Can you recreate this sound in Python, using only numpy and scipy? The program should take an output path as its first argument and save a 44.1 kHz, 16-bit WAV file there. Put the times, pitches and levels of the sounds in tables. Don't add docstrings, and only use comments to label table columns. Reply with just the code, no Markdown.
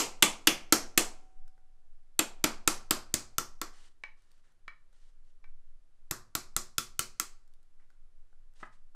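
import sys
import numpy as np
from scipy import signal
from scipy.fft import rfft, irfft, next_fast_len
from scipy.io import wavfile

SR = 44100
rng = np.random.default_rng(int(sys.argv[2]) if len(sys.argv) > 2 else 0)


def output_pcm(signal):
    pcm = np.clip(np.atleast_2d(signal).T, -1, 1) * 32767
    wavfile.write(sys.argv[1], SR, np.round(pcm).astype(np.int16))


def invert_db(x):
    u = np.asarray(x, float) / 20
    return 10 ** u


N = 394694
LEAD = SR // 10
FIRST_ECHO_S = 0.0014

# pitch_hz [Hz], t60_s [s]
ROOM_DECAY = [(100, 0.69), (260, 0.16), (700, 0.33), (1840, 0.26), (4850, 0.28), (12800, 0.18)]


def at_hz(points, hz):
    points_hz, values = np.transpose(points)
    return np.interp(np.log(hz + 1e-3), np.log(points_hz), values)


def coloured(spectrum):
    size = next_fast_len(N)
    shape = invert_db(at_hz(spectrum, np.fft.rfftfreq(size, 1 / SR)))
    x = irfft(rfft(rng.standard_normal(size)) * shape, size)[:N]
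    return x / x.std()


def band_pass(x, low_hz, high_hz):
    return signal.sosfilt(signal.butter(2, [low_hz, high_hz], "band", fs=SR, output="sos"), x)


def cut_below(x, hz):
    return signal.sosfilt(signal.butter(2, hz, "high", fs=SR, output="sos"), x)


def ring_shape(hz, t60):
    t = np.arange(min(int(1.5 * t60 * SR), 2 * SR)) / SR
    return invert_db(-60 * t / t60) * np.sin(2 * np.pi * hz * t)


def strike(times, levels_db, modes, chatter_ms, spread_db, delay_ms=0.0):
    times = np.asarray(times)
    chatter_s = (chatter_ms * np.ones(len(times)) / 1000)[:, None]
    place = np.sort(rng.random((len(times), 6)), axis=1)
    place[:, 0] = 0
    contact_s = times[:, None] + delay_ms / 1000 + place * chatter_s
    at = np.round(contact_s * SR).astype(int) + LEAD
    out = np.zeros(N + 2 * LEAD + 2 * SR)
    for hz, mode_db, t60 in modes:
        share = invert_db(mode_db + spread_db * rng.standard_normal((len(times), 1)))
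        contacts = rng.uniform(0.059, 1, place.shape) * (1 - 1.715 * place)
        contacts[:, 0] *= 0.6
        contacts[:, 1:] *= chatter_s > 0
        contacts /= np.sqrt(np.sum(contacts ** 2, axis=1, keepdims=True))
        forces = invert_db(levels_db)[:, None] * share * contacts
        shape = ring_shape(hz, t60)
        for i, force in zip(at.ravel(), forces.ravel()):
            if force:
                out[i:i + len(shape)] += force * shape
    return out[:N + 2 * LEAD]


def crack(times, levels_db, t60_ms, low_hz, high_hz):
    bursts = np.zeros(N + 2 * LEAD)
    t = np.arange(LEAD // 2) / SR
    swell = 1 - np.exp(-t / 0.0005)
    for s, db, ms in zip(times, levels_db, t60_ms * np.ones(len(times))):
        at = round(s * SR) + LEAD
        bursts[at:at + len(t)] += invert_db(db - 60000 * t / ms) * swell
    slips = band_pass(bursts * rng.standard_normal(len(bursts)), low_hz, high_hz)
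    return slips * np.sqrt(SR / 2 / (high_hz - low_hz))


def background():
    # pitch_hz [Hz], level_db [dB per Hz]
    air = [(30, -5), (45, 1.5), (100, -5), (200, -12.5), (450, -14.5), (900, -19), (1400, -18), (2500, -24),
           (8600, -28.5), (11800, -31.5), (12300, -70)]
    # pitch_hz [Hz], level_db [dB rms]
    motors = [(52.5, -82.5), (89, -84.5), (124, -89)]
    # time_s [s], level_db [dB]
    shake = [(0.0, -50), (0.62, -42.5), (0.74, -55.5), (0.87, -36.5), (2.09, -48.5), (2.79, -41.5),
             (4.49, -53.5), (4.91, -45), (5.33, -50.5), (5.38, -45.5), (8.82, -46.5), (8.95, -47)]
    # pitch_hz [Hz], level_db [dB per Hz]
    shake_colour = [(4, -32), (7, -2.5), (10, 6), (14, 2), (19, -12), (26, -24), (36, -37.5), (50, -66.5),
                    (100, -130)]
    t = np.arange(N) / SR
    waver = invert_db(3.0 * coloured([(0.2, 0.5), (1.5, -4), (4, -39), (9, -100)]))
    hum = sum(invert_db(db - 4.5) * np.sin(2 * np.pi * hz * t) for hz, db in motors)
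    rumble = invert_db(np.interp(t, *np.transpose(shake))) * coloured(shake_colour)
    return invert_db(-78) * coloured(air) + waver * hum + rumble


def stroke_level(strokes, column):
    attack_s, fade_db_per_s = 0.02, 300
    t, out = np.arange(N) / SR, np.zeros(N)
    for row in strokes:
        since = t - row[0]
        swell = np.clip(since / attack_s, 0, 1) ** 2
        out += swell * invert_db(row[column] - fade_db_per_s * np.clip(since - row[1], 0, 1))
    return out


def rustle():
    # start_s [s], length_s [s], cloth_db [dB], skin_db [dB]
    strokes = [(3.717, .15, -67, -73), (4.153, .24, -82, -83.5), (4.423, .08, -81, -79.5),
               (4.913, .18, -79.5, -85), (5.23, 0.082, -85, -92), (7.784, 0.049, -88, -78.5),
               (7.88, 0.049, -87, -88), (8.54, .05, -75, -83), (8.585, 0.036, -65.5, -68),
               (8.64, 0.018, -79, -76), (8.71, .03, -74, -76)]
    # pitch_hz [Hz], level_db [dB per Hz]
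    cloth = [(1530, 1.5), (2600, 0), (2820, 7), (3750, 5), (8790, 1), (14100, -25), (15500, -30)]
    skin = [(290, -10), (500, -15), (1140, -4), (1460, -6), (1800, -2.5), (2480, -11), (2800, -18),
            (3640, -44), (6160, -120)]
    flicker = invert_db(1.5 * coloured([(20, 10), (150, -11), (400, -41.5), (900, -100)]))
    sleeves = stroke_level(strokes, column=2) * coloured(cloth)
    hands = stroke_level(strokes, column=3) * coloured(skin)
    return flicker * (sleeves + hands)


def small_contacts():
    # start_s [s], peak_db [dB]
    clinks = [
        (4.037, -27),
        (4.68, -29),
        (5.442, -44),
    ]
    # pitch_hz [Hz], level_db [dB], t60_s [s]
    clink_modes = [(199.9, -37, 0.018), (444, -19.5, .02), (895, -21, 0.081), (1123, -13.5, 0.055),
                   (1540, -9.5, 0.057), (1820, -7, 0.029), (2220, -7, 0.03), (2292, -4, 0.057),
                   (3860, -13, 0.013)]
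    # start_s [s], dull_db [dB], bright_db [dB]
    ticks = [(1.479, -60, -59), (1.579, -61, -79), (4.221, -75, -68), (4.316, -85, -62), (4.379, -82, -74),
             (4.52, -72, -74), (4.929, -61, -73), (7.477, -75, -68), (7.537, -80, -62.5),
             (7.629, -78, -68.5), (7.798, -64.5, -90), (7.903, -71, -69), (8.329, -68, -81),
             (8.537, -73, -70)]
    # pitch_hz [Hz], level_db [dB], t60_s [s]
    dull_modes = [(540, -10, 0.021), (850, -12, 0.018), (1490, -4, 0.0175), (1900, -11.5, 0.013)]
    clink_s, clink_db = np.transpose(clinks)
    s, dull_db, bright_db = np.transpose(ticks)
    return (strike(clink_s, clink_db - 11.5, clink_modes, chatter_ms=0.11, spread_db=2.5)
            + crack(clink_s, clink_db - 9.5, t60_ms=18.0, low_hz=900, high_hz=2240)
            + crack(clink_s, clink_db - 36, t60_ms=6.5, low_hz=2900, high_hz=9700)
            + strike(s, dull_db + 0.5, dull_modes, chatter_ms=0.49, spread_db=4.0)
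            + crack(s, bright_db + 4, t60_ms=10.0, low_hz=2300, high_hz=11000))


def knocks():
    # start_s [s], peak_db [dB]
    landings = [
        (8.61, -53),
        (8.629, -25),
        (8.948, -45),
    ]
    # pitch_hz [Hz], level_db [dB], t60_s [s]
    bench_modes = [(140, -33, 0.043), (307, -32, 0.02), (554, -22, 0.015), (847, -8.5, 0.023),
                   (1293, -6, 0.034), (1800, -20, 0.015), (2260, -17.5, 0.015)]
    s, db = np.transpose(landings)
    thud = strike(s, db - 5.5, bench_modes, chatter_ms=2.5, spread_db=1.0)
    grain = crack(s, db - 13, t60_ms=56.0, low_hz=745, high_hz=1900)
    return signal.sosfilt(signal.butter(4, 2700, fs=SR, output="sos"), thud + grain)


def workshop(x):
    t = np.arange(SR // 2) / SR
    tail = np.zeros(len(t))
    edges = 40 * 2 ** np.arange(0, 9, 0.5)
    for low, high in zip(edges, edges[1:]):
        band = band_pass(rng.standard_normal(len(t)), low, high)
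        tail += band * invert_db(-60 * t / at_hz(ROOM_DECAY, np.sqrt(low * high)))
    tail *= np.clip(t / FIRST_ECHO_S, 0, 1) ** 2
    return signal.fftconvolve(x, tail / np.sqrt(np.sum(tail ** 2)))[:len(x)]


def all_taps():
    # start_s [s], face_db [dB peak], wood_db [dB shock into support], shank_db [dB], vice_db [dB thump]
    taps = [(0.2239, -0.5, -23.5, -14, -43), (0.4713, -2, -24.5, -15.5, -43), (0.7238, -1, -24, -19, -41),
            (0.9757, -2.5, -26, -19.5, -44), (2.1914, -10.5, -28.5, -24, -48),
            (2.4404, -10, -27, -23.5, -45), (2.6753, -6.5, -30, -24.5, -44),
            (2.9083, -9, -31, -25.5, -43.5), (3.1403, -11, -37.5, -30.5, -43.5),
            (3.3822, -12.5, -39.5, -35.5, -47.5), (3.6147, -20.5, -41, -37.5, -63),
            (6.1105, -16, -41.5, -42.5, -47.5), (6.3515, -15, -41.5, -37.5, -48),
            (6.564, -12.5, -44, -35, -48), (6.7815, -11, -45.5, -33, -48.5),
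            (6.992, -10.5, -43.5, -32, -49), (7.198, -13.5, -48.5, -35.5, -58.5)]
    earlier = (0.5, -22.5, -16, -43)
    s, face_db, wood_db, shank_db, vice_db = np.transpose([(-0.022, *earlier)] + list(taps))
    shock_db = wood_db + 30
    tube_db = -29.5 + 0.65 * shock_db
    chatter_ms = 2.8 * invert_db(0.52 * shock_db)
    return s, face_db, wood_db, tube_db, shank_db, vice_db, chatter_ms


def hammer_tail():
    # pitch_hz [Hz], level_db [dB to the nearest body]
    room_colour = [(180, -25), (300, -10), (570, -18.5), (720, -17), (1200, -14.5), (1800, -16.5),
                   (2300, -18), (3600, -23.5), (4560, -33.5), (7300, -29), (10000, -35), (14500, -46.5)]
    # pitch_hz [Hz], level_db [dB to the first tail]
    late_colour = [(180, -25.5), (700, -22), (2000, -29), (5000, -35), (12000, -44)]
    late_t60_s = 0.85
    s, face_db, wood_db, tube_db, shank_db, *_ = all_taps()
    edges = 160 * 2 ** np.arange(0, 6.8, 1 / 3)
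    white = rng.standard_normal((2, N + 2 * LEAD))
    rate = SR / 16
    at = np.ceil((s + LEAD / SR) * rate).astype(int)
    swell = np.exp(-1 / (FIRST_ECHO_S * rate))
    out = 0
    for k, (low, high) in enumerate(zip(edges, edges[1:])):
        hz = np.sqrt(low * high)
        nearest_db = [wood_db, tube_db, shank_db, face_db][np.searchsorted([950, 1900, 4000], hz)]
        blows = np.zeros(white.shape[1] // 16 + 1)
        blows[at] = invert_db(nearest_db + at_hz(room_colour, hz) + 1.8 * rng.standard_normal(len(s)))
        early = signal.lfilter([1], [1, -invert_db(-60 / (rate * at_hz(ROOM_DECAY, hz)))], blows)
        late = signal.lfilter([1], [1, -invert_db(-60 / (rate * late_t60_s))], blows)
        both = early + invert_db(at_hz(late_colour, hz)) * late
        envelope = signal.lfilter([1 - swell], [1, -swell], both)
        band = band_pass(white[k % 2], low, high)
        out = out + np.repeat(envelope, 16)[:len(band)] * band / band.std()
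    return out


def hammer():
    # pitch_hz [Hz], level_db [dB], t60_s [s]
    face = [(5170, -9, .008), (6360, -14.5, 0.0056), (6644, 0.5, 0.0027), (7440, 1, 0.0049),
            (7940, 2.5, 0.0029), (8880, -5.5, 0.0053), (9170, -14, 0.0017), (11040, -13, 0.0017),
            (11610, -5, 0.0076), (12600, -6, .003), (14200, -9.5, 0.0042), (15900, -17.5, 0.003)]
    shank = [(1930, -6.5, 0.0083), (2200, 1, 0.0047), (2600, 1.5, 0.022), (2971, 1, 0.023),
             (3360, 3, 0.018), (4150, -7, 0.015), (4466, -10.5, 0.018)]
    tube = [(1135, -12, 0.19), (1180, -19, .25), (1246, -9, 0.11), (1345, 7, 0.041), (1600, 0, 0.0025)]
    wood = [(176, -26, 0.017), (230.6, -15.5, 0.049), (315, 2, 0.079), (347.6, -8.5, 0.15),
            (434, -5.5, 0.022), (483, -5, 0.011), (615.8, -5, 0.025), (770, -12.5, 0.0067), (870, -6, 0.04)]
    vice = [(54.76, -4.5, 0.24), (73, -1, 0.12), (101, 1, 0.13), (121, 2, .08), (143, 4.5, 0.11),
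            (226, -4.5, 0.31), (365, -4.5, .28)]
    # pitch_hz [Hz], level_db [dB], t60_s [s]
    tube_ring = [(1138, -1, .28), (1140, 0, 0.44), (1190, -3, .26), (1255, -1, .24), (1324, -1, .2)]
    # pitch_hz [Hz], level_db [dB], t60_s [s]
    free_rings = [(754, -41, 2.2), (761, -47, 1.5), (1140, -48, 1.2), (1355, -43, 1.3), (7450, -38, .4)]
    s, face_db, wood_db, tube_db, shank_db, vice_db, chatter_ms = all_taps()
    steel = (strike(s, face_db - 7.0, face, chatter_ms, spread_db=3.5, delay_ms=0.45)
             + crack(s + 0.0002, face_db - 9.5, 12.0 + 1.9 * chatter_ms, low_hz=4030, high_hz=15000)
             + strike(s, shank_db - 2.5, shank, 1.4 * chatter_ms, spread_db=1.3, delay_ms=0.9)
             + crack(s + 0.001, shank_db + 4.5, 10.5 + 4.5 * chatter_ms, low_hz=1630, high_hz=4470)
             + strike(s, tube_db + 0.13, tube, 0.6 * chatter_ms, spread_db=2.2, delay_ms=1.4)
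             + crack(s + 0.0023, tube_db + 1.5, 11.0 + 2.7 * chatter_ms, low_hz=775, high_hz=1809))
    support = strike(s, wood_db - 2.0, wood, 0.45 * chatter_ms, spread_db=0.4, delay_ms=1.6)
    return (cut_below(steel, hz=860)
            + strike(s + 0.0015, 0.45 * tube_db - 37.5, tube_ring, 0, spread_db=1.0)
            + cut_below(support, hz=190)
            + strike(s, vice_db, vice, 0, spread_db=1.13, delay_ms=0.4)
            + strike(s, wood_db + 1, free_rings, 0, spread_db=1))


def scene():
    blows, small, bench = hammer(), small_contacts(), knocks()
    room_send = invert_db(-14) * blows + invert_db(-9) * small + invert_db(-7.5) * bench
    heard = blows + hammer_tail() + small + bench + workshop(room_send)
    return (heard[LEAD:LEAD + N] + rustle() + background())[None]


def band_limit(x):
    return signal.sosfilt(signal.butter(12, 16570, fs=SR, output="sos"), x)


def record(dry):
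    ceiling = 0.41
    squeezed = dry / (1 + np.abs(dry / ceiling) ** 6) ** (1 / 6)
    rolled_off = signal.sosfilt(signal.cheby2(10, 45, 16250, fs=SR, output="sos"), squeezed)
    return band_limit(rolled_off)


dry = scene()
out = record(dry)
output_pcm(out)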